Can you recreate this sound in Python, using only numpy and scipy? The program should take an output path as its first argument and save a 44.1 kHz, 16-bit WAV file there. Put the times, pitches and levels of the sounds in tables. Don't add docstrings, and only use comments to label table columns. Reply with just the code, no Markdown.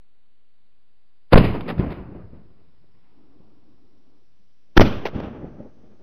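import sys
import numpy as np
from scipy import signal
from scipy.fft import rfft, irfft
from scipy.io import wavfile

SR = 44100
rng = np.random.default_rng(int(sys.argv[2]) if len(sys.argv) > 2 else 0)


def invert_db(level):
    return 10 ** (np.asarray(level, dtype=float) / 20)


def wav_out(sig):
    wavfile.write(sys.argv[1], SR, np.round(np.clip(np.atleast_2d(sig).T, -1, 1) * 32767).astype(np.int16))


N = 265482
T = np.arange(N) / SR


def at_hz(points, hz):
    table_hz, table_db = np.transpose(points)
    return np.interp(np.log(hz), np.log(table_hz), table_db)


def rms_one(x):
    return x / np.sqrt(np.mean(x ** 2) + 1e-20)


def drift(rate_hz):
    r = np.exp(-2 * np.pi * rate_hz / SR)
    settle = 9000
    noise = rng.standard_normal(N + settle)
    return rms_one(signal.lfilter([1], [1, -2 * r, r * r], noise)[settle:])


def colour(x, spectrum):
    size = 2 ** 14
    hz = np.maximum(np.fft.rfftfreq(size, 1 / SR), 1)
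    ends = [(0.61, -44.5)] + list(spectrum) + [(SR / 2, -80)]
    cepstrum = irfft(np.log(invert_db(at_hz(ends, hz))))
    cepstrum[1:size // 2] *= 2
    cepstrum[size // 2 + 1:] = 0
    response = irfft(np.exp(rfft(cepstrum)))
    return rms_one(signal.oaconvolve(x, response)[:N])


def scatter(per_s, spread_db):
    sizes = invert_db(spread_db * np.minimum(rng.exponential(1, N), 4)) * rng.choice([-1, 1], N)
    return sizes * (rng.random(N) < per_s / SR)


def swell(t, level_db, rise_s, t60_s):
    return invert_db(level_db - 60 * np.where(t < 0, -t / rise_s, t / t60_s))


# start_s, rate_hz (stored samples per second)
PLAYBACK = [
    (0, 13600),
    (1.4, 15050),
    (4.8, 18200),
    (6.02, 19200),
]


def speed(s):
    seconds, rate_hz = np.transpose(PLAYBACK)
    return np.interp(s, seconds, rate_hz) / np.interp(SHOTS[0][0], seconds, rate_hz)


# start_s, suction_s (how long the air pulls back), suction_depth
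SHOTS = [
    (1.3300, .058, 1.6),
    (4.7740, .047, 1.6),
]
JET_DB = [
    -2,
    2,
]
# after_blast_s, level_db, rise_s, t60_s
PUFFS = [
    (-.019, -55.5, .012, .045),
    (-.006, -27.5, .005, .09),
    (.005, -1, .024, .016),
    (.047, -9, .065, 0.067),
]
# start_s, width_ms, height, count (pushes in the run)
FRONTS = [(1.3250, .8, .4, 1), (1.3268, 1.5, -.4, 1), (4.7670, .6, .3, 1), (4.7687, .8, -.4, 1),
          (1.3315, .7, 1.6, 4), (1.3400, 2.1, 12, 1), (1.3443, .2, 1.5, 1), (1.3592, 1.5, 12, 1),
          (1.3643, 1.1, 1.8, 1), (1.3693, .4, .9, 2), (1.3759, .9, 1.5, 3), (1.3830, 2.6, .6, 1),
          (1.3890, 2.4, 1.0, 1), (1.3968, 2.5, .5, 1), (4.7734, .9, .55, 1), (4.7760, 1.0, 1.9, 1),
          (4.7789, 1.1, 12, 1), (4.7974, .7, 2.6, 1), (4.7983, .5, 1.3, 1), (4.8075, 1.6, 1.5, 1),
          (4.8120, 2.0, .75, 1), (4.8148, .9, 1.5, 3), (4.8248, 2.8, .5, 1)]
# pitch_hz, level_db (per Hz)
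GAS = [(100, -12), (300, 0.5), (700, -2.5), (1500, -5), (3000, -11), (6500, -21.5)]


def blasts():
    out = np.zeros(N)
    gas = colour(scatter(6000, 2.0), GAS)
    for (start_s, suction_s, depth), jet_db in zip(SHOTS, JET_DB):
        phase = np.clip((T - start_s) / suction_s, 0, 1)
        out -= depth * np.sin(np.pi * phase ** 0.91) ** 0.66 * (phase < 1)
        since = (T - start_s) * speed(start_s)
        roar = sum(swell(since - after_s, *shape) for after_s, *shape in PUFFS)
        out += gas * invert_db(jet_db) * roar
    for first_s, width_ms, height, count in FRONTS:
        spacing_s = 0.002 / speed(first_s)
        for s in first_s + np.arange(count) * spacing_s:
            near = slice(round(s * SR) - 400, round(s * SR) + 400)
            distance = np.abs(T[near] - s) / (width_ms / 2000 + 0.0001)
            out[near] += height * np.exp(-distance ** 2.6)
    return out


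# crest_s, level_db, rise_s, t60_s, brightness_db (added per higher layer)
RETURNS = [
    [(1.385, -12.5, .1, 0.22, -2), (1.45, -20, .3, 0.37, 2), (1.55, -27, .15, 0.29, 0.3),
     (1.70, -31, 0.73, 0.5, 0.8), (1.805, -24.5, .12, 0.77, -0.5), (1.92, -34.5, .3, .6, 4.5),
     (2.17, -38.5, .7, 0.49, 0.6), (2.335, -50.5, .3, 0.98, 4), (2.60, -64, .9, 2, 9.5),
     (2.84, -68, .3, 0.73, 10), (3.07, -65.5, .8, 2.5, 17.5), (3.45, -74, 1.2, 5.0, 1),
     (4.40, -68.5, .8, 1.1, -0.5), (4.72, -64.5, .5, .5, -4.5)],
    [(4.822, -13.5, .1, 0.17, -4.5), (4.86, -24.5, .2, 0.64, 2.5), (5.04, -36, .3, 0.33, 0.6),
     (5.155, -29, .1, 0.57, 0), (5.24, -32.5, 0.42, 0.93, 0.5), (5.43, -36.5, .7, 0.56, -8),
     (5.605, -39, .25, 0.39, -6), (5.85, -54.5, .9, 1.5, 2.5), (6.018, -47, .06, .3, -0.5)],
]
# crest_s, level_db, rise_s, t60_s
THUNDER = [
    [(1.385, -11.5, .1, 0.26), (1.45, -17, .3, 0.43), (1.80, -26, 0.35, 1.07), (2.20, -42.5, 1.2, 1.17),
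     (2.80, -62, 1.7, 1.5), (3.35, -61.5, 1.3, 4.5)],
    [(4.822, -13, .1, 0.16), (4.86, -25.5, .2, .8), (5.16, -32, .2, 1.13), (5.45, -38.5, 0.65, .8),
     (5.85, -59, 1.5, 2.5)],
]
# level_db, air_loss_db (per second of path), t60_share
LAYERS = [
    (0.5, 0.75, 0.97),
    (-11, 7, 1.2),
    (-13.5, 19, .85),
]
# pitch_hz, level_db (per Hz)
RUMBLE = [(16, -10), (35, -1), (110, -0.5), (170, -4.5), (260, -28.5)]
BODY = [(110, -28), (170, 6.5), (260, 2), (420, -2.5), (700, -11.5), (1000, -37.5)]
WASH = [(480, -31.5), (700, 1), (1000, 3), (1500, -5.5), (2200, -13), (3100, -29.5)]
RUSTLE = [(1400, -28), (1900, 0), (2500, -1), (2900, -4), (3200, -13), (4000, -30)]
SHEEN = [(2300, -21), (2950, 2.5), (3800, -3.5), (4600, -6), (5500, -10.5)]


def roll_levels(t, path_s, returns, thunder):
    power = sum(swell(t - crest_s, *shape) ** 2 for crest_s, *shape in thunder)
    levels = [np.sqrt(power)]
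    for k, (layer_db, air_loss_db, t60_share) in enumerate(LAYERS):
        power = 0
        for crest_s, level_db, rise_s, t60_s, brightness_db in returns:
            crest_db = level_db + brightness_db * k
            power = power + swell(t - crest_s, crest_db, rise_s, t60_s * t60_share) ** 2
        levels.append(invert_db(layer_db - air_loss_db * path_s) * np.sqrt(power))
    levels.append(levels[-1] * invert_db(-4 - 12.5 * path_s))
    return levels


def roll():
    out = np.zeros(N)
    lumps = drift(28)
    arrivals = [scatter(9000, 1.2), scatter(9000, 2.2)]
    layers = [(RUMBLE, 1.2), (BODY, 1.5), (WASH, 1.2), (RUSTLE, 1.0), (SHEEN, 1.1)]   # tone, lumps in dB
    for (fired_s, *_), returns, thunder in zip(SHOTS, RETURNS, THUNDER):
        start_s = returns[0][0]
        t = T[round(start_s * SR):]
        fade_in = np.clip((t - start_s) / 0.014, 0, 1)
        levels = roll_levels(t, t - fired_s, returns, thunder)
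        for k, (spectrum, lumpy_db) in enumerate(layers):
            shifted = [(hz * speed(fired_s), level_db) for hz, level_db in spectrum]
            echoes = rms_one(colour(arrivals[k % 2], shifted) * invert_db(lumpy_db * lumps))
            out[-len(t):] += fade_in * levels[k] * echoes[-len(t):]
    return out


# pitch_hz, level_db (per Hz)
HILL_COLOUR = [(71, -28.5), (120, -14.5), (252, -0.5), (290, 0), (554, -16.5), (1190, -22.5), (1780, -39),
               (4400, -110)]


def hills():
    crest_s, level_db, rise_s, sag_db_per_s = 3.224, -57, 0.49, 7
    end_s, end_t60_s = 4.175, 0.53
    murmur = swell(T - crest_s, level_db, rise_s, 60 / sag_db_per_s)
    ending_db = -60 * np.maximum(T - end_s, 0) / end_t60_s
    level = murmur * invert_db(ending_db + 1.0 * drift(8))
    return level * colour(scatter(5000, 1.8), HILL_COLOUR)


# start_s, width_ms, level_db
SLAPS = [
    (1.794, 5.74, -5),
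    (2.3310, 4.5, -32.5),
    (2.841, 3.3, -50),
    (3.403, 4.2, -43),
    (5.1560, 8.4, -15.5),
    (5.2020, 2.07, -18.5),
    (5.442, 3.7, -21.5),
    (5.602, 3.8, -26),
]


def slaps():
    out = np.zeros(N)
    for start_s, width_ms, level_db in SLAPS:
        u = (T - start_s) / (width_ms / 1000)
        push = np.exp(-((u - .1) / .3) ** 2)
        pull = np.exp(-((u - .75) / .17) ** 2)
        rebound = np.exp(-((u - 1.05) / .15) ** 2)
        out += invert_db(level_db) * (.55 * push - pull + .3 * rebound)
    return out


# start_s, level_db, t60_s
CRACKLES = [
    (1.6057, -22.5, 0.033),
    (1.6785, -24.5, 0.038),
    (1.685, -21.5, 0.081),
    (1.699, -22.5, 0.064),
    (1.779, -35.5, 0.065),
    (1.79, -35, 0.15),
    (1.903, -35.5, 0.23),
    (5.052, -17, 0.089),
    (5.066, -32.5, 0.046),
    (5.1993, -23.5, 0.023),
]
# pitch_hz, level_db (per Hz)
CRACKLE = [(150, -12), (400, 11), (1000, 0.5), (2500, -4.5), (4000, -12.5), (6500, -21)]


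def crackles():
    level = np.zeros(N)
    for start_s, level_db, t60_s in CRACKLES:
        fade_in = np.clip((T - start_s) / 0.0036, 0, 1)
        level += invert_db(level_db - 60 * np.abs(T - start_s) / t60_s) * fade_in
    return level * colour(scatter(2500, 1.74), CRACKLE)


# pitch_hz, level_db (per Hz)
BREEZE = [(14, 2), (30, 2.5), (60, -3), (110, -6.5), (240, -8), (400, -18.5)]


def breeze():
    return invert_db(-75 + 1.0 * drift(6.9)) * colour(rng.standard_normal(N), BREEZE)


# pitch_hz, level_db (per Hz)
HISS = [(100, -8.5), (240, 1), (450, -1), (1500, -5.5), (4200, -5), (6500, -4)]


def hiss():
    return invert_db(-73) * colour(rng.standard_normal(N), HISS)


def scene():
    background = hiss() + breeze()
    return (blasts() + roll() + hills() + slaps() + crackles() + background)[None]


def slow_down(x):
    place = np.cumsum(np.interp(T, *np.transpose(PLAYBACK))) / SR
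    fine = np.interp(np.arange(0, place[-1] + 1, 1 / 4), place, x)
    band_top = signal.cheby2(15, 40, .362, fs=4, output="sos")
    stored = signal.sosfiltfilt(band_top, fine)[::4]
    return np.interp(place, np.arange(len(stored)), stored)


def top_cut(x):
    return signal.sosfilt(signal.butter(12, 16450, fs=SR, output="sos"), x)


def record(dry):
    preamp_rail, converter_rail, offset = 1.0, .715, -0.009
    coupling_s, top_hz, rounding_db = .22, 15800, -98
    x = np.clip(dry[0], -preamp_rail, preamp_rail)
    r = np.exp(-1 / (coupling_s * SR))
    x = signal.lfilter([1, -1], [1, -r], x) + offset
    x = np.clip(x, -converter_rail, converter_rail)
    x = slow_down(x) + invert_db(rounding_db) * rng.standard_normal(N)
    x = signal.sosfilt(signal.cheby2(14, 50, top_hz, fs=SR, output="sos"), x)
    return top_cut(x[None])


dry = scene()
out = record(dry)
wav_out(out)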